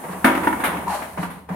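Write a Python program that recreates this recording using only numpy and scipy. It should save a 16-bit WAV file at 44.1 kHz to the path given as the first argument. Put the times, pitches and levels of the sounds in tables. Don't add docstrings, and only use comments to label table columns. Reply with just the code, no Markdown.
import sys
import numpy as np
from scipy import signal
from scipy.fft import rfft, irfft, next_fast_len
from scipy.io import wavfile
from scipy.ndimage import map_coordinates

SR = 44100
rng = np.random.default_rng(int(sys.argv[2]) if len(sys.argv) > 2 else 0)


def waveform_to_disk(signal):
    frames = np.transpose(np.atleast_2d(signal))
    scaled = np.clip(frames, -1, 1) * 32767
    samples = np.round(scaled).astype(np.int16)
    wavfile.write(sys.argv[1], SR, samples)


N = 68355

# frequency_hz, likeness (1 = the same)
STEREO_LIKENESS = [(100, .955), (260, .94), (500, .8), (1000, .33), (2000, .35), (4000, 0), (15000, 0)]
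# frequency_hz, level_db
RUB_SPECTRUM = [(300, -30), (700, 1), (950, 7), (1300, -2.5), (1800, -3.5), (2300, -9.5), (2800, -10),
                (3500, -15), (4250, -6), (5000, -14), (7000, -14.5), (11000, -14.5), (16000, -31)]


def amp(db):
    return 10 ** (np.asarray(db) / 20)


def unit(x):
    return x / np.sqrt(np.mean(x ** 2) + 1e-20)


def along(points, hz):
    frequencies, values = np.transpose(points)
    return np.interp(np.log(hz + 1), np.log(frequencies + 1), values)


def curves(rows):
    times, *columns = np.transpose(rows)
    return [np.interp(np.arange(N) / SR, times, column) for column in columns]


def since(start_s):
    return np.maximum(np.arange(N) / SR - start_s, 0)


def strike(t, rise_s, fade_s):
    return (1 - np.exp(-t / rise_s)) * np.exp(-np.log(1000) * t / fade_s)


def filtered(x, response):
    size = next_fast_len(N + SR // 10, True)
    return irfft(rfft(x, size) * response(np.fft.rfftfreq(size, 1 / SR)), size)[..., :N]


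def stereo_angle(hz):
    return np.arccos(np.clip(along(STEREO_LIKENESS, hz), -1, 1)) / 2


def noise(spectrum=None):
    def response(hz):
        angle = stereo_angle(hz)
        colour = amp(along(spectrum, hz)) if spectrum else 1
        return np.array([np.cos(angle), np.sin(angle)]) * colour
    mid, side = filtered(rng.standard_normal((2, N)), response)
    return unit(np.array([mid + side, mid - side]))


def ring(tones, t, rise_s):
    out = np.zeros((2, N))
    t = t[t > 0]
    for pitch_hz, level_db, fade_s in tones:
        phase = 2 * np.pi * (pitch_hz * t + rng.random())
        skew = rng.choice([-1, 1]) * stereo_angle(pitch_hz)
        gain = amp(level_db + rng.normal())
        out[:, N - len(t):] += gain * strike(t, rise_s, fade_s) * np.sin([phase + skew, phase - skew])
    return out


def echo(x):
    # frequency_hz, fade_s (raised to at least 0.01 below)
    fade_times = [(100, .8), (260, 1), (700, 0.49), (1800, 0.48), (5000, 1), (13000, -0.8)]
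    # frequency_hz, level_db
    colour = [(100, -2), (260, -5.5), (600, -2), (1000, -2), (2000, -4), (5000, -6), (12000, -7)]
    hz, t, bands = signal.stft(noise(), SR, nperseg=256)
    fade_s = np.maximum(along(fade_times, hz), .01)[:, None]
    same_energy = np.sqrt(2 * np.log(1000) / (fade_s * SR))
    gain = amp(along(colour, hz))[:, None] * same_energy
    fading = bands * gain * strike(t, rise_s=0.004, fade_s=fade_s)
    tail = signal.istft(fading, SR, nperseg=256)[1][:, :SR]
    return signal.fftconvolve(x, tail, axes=1)[:, :N]


def background():
    # frequency_hz, level_db
    room_spectrum = [(20, -43), (75, -29), (120, -33), (185, 3), (350, -3), (600, -5), (950, 0.5),
                     (1300, -10.5), (2000, -12.5), (3200, -33.5), (5000, -42.5), (16000, -31)]
    rumble_spectrum = [(20, -41), (45, -14.5), (62, -10), (77, 5.5), (90, -9.5), (120, -6.5), (250, -21.5),
                       (1000, -70)]
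    hiss_spectrum = [(2000, 5.5), (5000, 2), (7000, 5.5), (9300, 10.5), (12000, 6), (15500, 0.5)]
    # time_s, level_db
    room_level = [(0, -38.5), (.2, -38), (.45, -29.5), (.8, -33), (1, -39), (1.12, -42.5), (1.33, -43),
                  (1.43, -48), (1.48, -51.5), (1.51, -38.5), (1.55, -34.5)]
    rumble_level = [(0, -63), (.13, -55.5), (.3, -46), (.6, -45), (.92, -45.5), (1.05, -56), (1.2, -42),
                    (1.33, -51), (1.47, -55), (1.53, -40)]
    hiss_level = [(0, -46), (.12, -46), (.23, -45.5), (.4, -42.5), (.55, -43), (.75, -45), (.87, -47.5),
                  (1.02, -45), (1.13, -48.5), (1.25, -52.5), (1.39, -56.5), (1.48, -65), (1.495, -57.5),
                  (1.55, -71)]
    layers = [(room_level, room_spectrum), (rumble_level, rumble_spectrum), (hiss_level, hiss_spectrum)]
    return sum(amp(curves(level)[0]) * noise(spectrum) for level, spectrum in layers)


def bumps():
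    # start_s, tap_db, boom_db
    hits = [(0.037, -27.5, -29.5), (.084, -31.5, -32.5), (0.129, -28.5, -34), (0.668, -35, -27),
            (.728, -25, -34.5), (.832, -47, -27.5), (1.173, -23, -22), (1.488, -28.5, -25)]
    # frequency_hz, level_db
    tap_spectrum = [(60, -20), (300, 4), (600, 6), (950, 10), (1300, -2), (1900, -1.5), (3000, -17.5),
                    (5500, -23), (10000, -29.5), (16000, -41)]
    # pitch_hz, level_db, fade_s
    air_tones = [(172.4, -2, 0.21), (188, 0.5, 0.22)]
    boom_delay_s = 0.01312
    out, tap = np.zeros((2, N)), noise(tap_spectrum)
    for start_s, tap_db, boom_db in hits:
        out += amp(tap_db) * tap * strike(since(start_s), rise_s=0.003, fade_s=0.15)
        out += amp(boom_db) * ring(air_tones, since(start_s + boom_delay_s), rise_s=0.006)
    return out + echo(out)


def scuffs():
    # peak_s, half_length_s, level_db
    rubs = [(0.122, 0.021, -40), (1.227, 0.041, -37), (1.54, 0.025, -46)]
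    swells = sum(amp(level_db) * np.exp(-((since(0) - peak_s) / half_length_s) ** 2)
                 for peak_s, half_length_s, level_db in rubs)
    out = noise(RUB_SPECTRUM) * swells
    return out + echo(out)


def knocks():
    # start_s, clatter_db, ring_db, thud_db, snap_db, crack_db,
    # wall_rise_s, clatter_fade_s, left_over_right_db
    hits = [(0.2442, -13, -13, -25.5, -4.5, -22, 0.00092, 0.27, 0),
            (0.349, -23, -30.5, -42, -24.5, -54, .002, 0.1, 0),
            (.376, -17.5, -37, -25, -40, -55, 0.0016, 0.022, 0),
            (.432, -23.5, -43, -25, -46, -37, 0.0065, 0.18, -2.5),
            (0.4708, -15.5, -25.5, -11.5, -25, -36.5, 0.0044, 0.054, 0),
            (.527, -23, -34, -20, -22, -64, 0.0016, 0.039, 0.5),
            (0.599, -29.5, -64, -26, -40, -38.5, 0.0037, 0.24, -1.5),
            (.637, -16, -32.5, -28.5, -17.5, -21, 0.0077, 0.21, 1),
            (.768, -28.5, -37, -40, -38, -58, 0.0015, 0.1, 3),
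            (1.02, -30.5, -60, -34.5, -32.5, -57, 0.0045, 0.18, 5.5),
            (1.228, -24.5, -39.5, -27, -65, -42, 0.0036, 0.11, 0),
            (1.3, -35.5, -50, -61, -56, -42.5, 0.0057, .15, -1)]
    # frequency_hz, level_db
    clatter_spectrum = [(30, -47), (120, -4), (250, -15), (450, -3), (650, 1), (950, 2), (1400, 0.5),
                        (2200, -3), (3000, -14), (4500, -22.5), (8000, -26), (16000, -24)]
    crack_spectrum = [(300, -32), (1200, 16.5), (2200, -1.5), (3500, 8.5), (5500, -8.5), (7500, -11),
                      (9500, 7.5), (13000, 0), (16000, -11)]
    snap_spectrum = [(300, -38), (900, 3.5), (1400, 7), (1750, 7.5), (2200, -2), (2800, -13), (4000, -23),
                     (5500, -21), (8000, -46), (16000, -40)]
    # pitch_hz, level_db, fade_s
    bucket_tones = [(216.7, -2, 0.31), (263.4, 1, 0.33), (315.2, -5.5, 0.44), (357, -13, 0.98),
                    (573.5, -14, 0.8), (722, -22.5, 0.63), (956, -7.5, 0.32), (992, -4.5, 0.41),
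                    (1248.4, -17, 1), (1324, -22.5, 1), (1423, -4.5, 0.24), (1529, -15, 0.94),
                    (1818, -11.5, 0.28), (2200, -8, 0.24)]
    bottom_tones = [(301, 2.5, 0.05), (724, -6, .04), (887, 1.5, 0.074), (965, -4, 0.15), (1444, 0, 0.035),
                    (1808, 0.5, 0.03), (2190, -23, 0.01)]
    out = np.zeros((2, N))
    clatter, crack, contact = noise(clatter_spectrum), noise(crack_spectrum), noise(snap_spectrum)
    for start_s, clatter_db, ring_db, thud_db, snap_db, crack_db, rise_s, fade_s, pan_db in hits:
        t = since(start_s)
        walls = amp(clatter_db) * clatter * strike(t, rise_s, fade_s)
        walls += amp(crack_db) * crack * strike(t, rise_s, fade_s=0.23)
        snap = amp(snap_db) * contact * strike(t, rise_s=0.00048, fade_s=0.04)
        ringing = amp(ring_db) * ring(bucket_tones, t, rise_s=0.0016)
        thud = amp(thud_db) * ring(bottom_tones, t, rise_s=0.0014)
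        pan = amp([[pan_db / 2], [-pan_db / 2]])
        out += pan * (walls + snap + ringing + thud)
        out += echo(walls + amp(-1.5) * snap + amp(-7) * ringing + amp(-10) * thud)
    return out


def squeak():
    # time_s, pitch_hz, tone_db, rub_db
    slide = [(.87, 930, -32, -75), (.881, 965, -22, -30), (.889, 979, -34, -38), (.902, 918, -26, -31),
             (.93, 814, -30.5, -31.5), (.955, 642, -30.5, -29), (.98, 610, -48, -37),
             (1.06, 631, -44.5, -45)]
    wobble_share, wobbles_per_s = 0.0725, 400
    pitch_hz, tone_db, rub_db = curves(slide)
    wobble = map_coordinates(rng.standard_normal(N // 10), [np.arange(N) * wobbles_per_s / SR])
    shaky_hz = pitch_hz * (1 + wobble_share * wobble)
    tone = unit(np.sin(2 * np.pi * np.cumsum(shaky_hz) / SR))
    sounding = (since(slide[0][0]) > 0) & (since(slide[-1][0]) == 0)
    lean_left = amp([[1.5], [-1.5]])
    out = sounding * (amp(tone_db) * tone * lean_left + amp(rub_db) * noise(RUB_SPECTRUM))
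    return out + echo(out)


def scene():
    # time_s, gain_db
    dip = [(1.39, -1), (1.428, -3), (1.478, -4.5), (1.49, -0.5)]
    return amp(curves(dip)[0]) * (knocks() + bumps() + squeak() + scuffs() + background())


def record(dry):
    # frequency_hz, gain_db
    left_mic = [(2000, 2.5), (2900, 5), (4500, -2), (8300, 1), (9500, 2), (10000, -1), (11200, 3),
                (12500, 8.5), (15500, 5)]
    right_mic = [(2000, 2.5), (2900, 2), (4500, -2), (8300, 1), (9450, 8.5), (9950, 0), (10600, 8.5),
                 (12000, 2), (13500, -1), (15500, -12)]
    ceiling, top_hz = .85, 15900
    coloured = filtered(dry, lambda hz: amp([along(left_mic, hz), along(right_mic, hz)]))
    rounded = coloured / (1 + np.abs(coloured / ceiling) ** 6) ** (1 / 6)
    return filtered(rounded, lambda hz: hz < top_hz)


dry = scene()
out = record(dry)
waveform_to_disk(out)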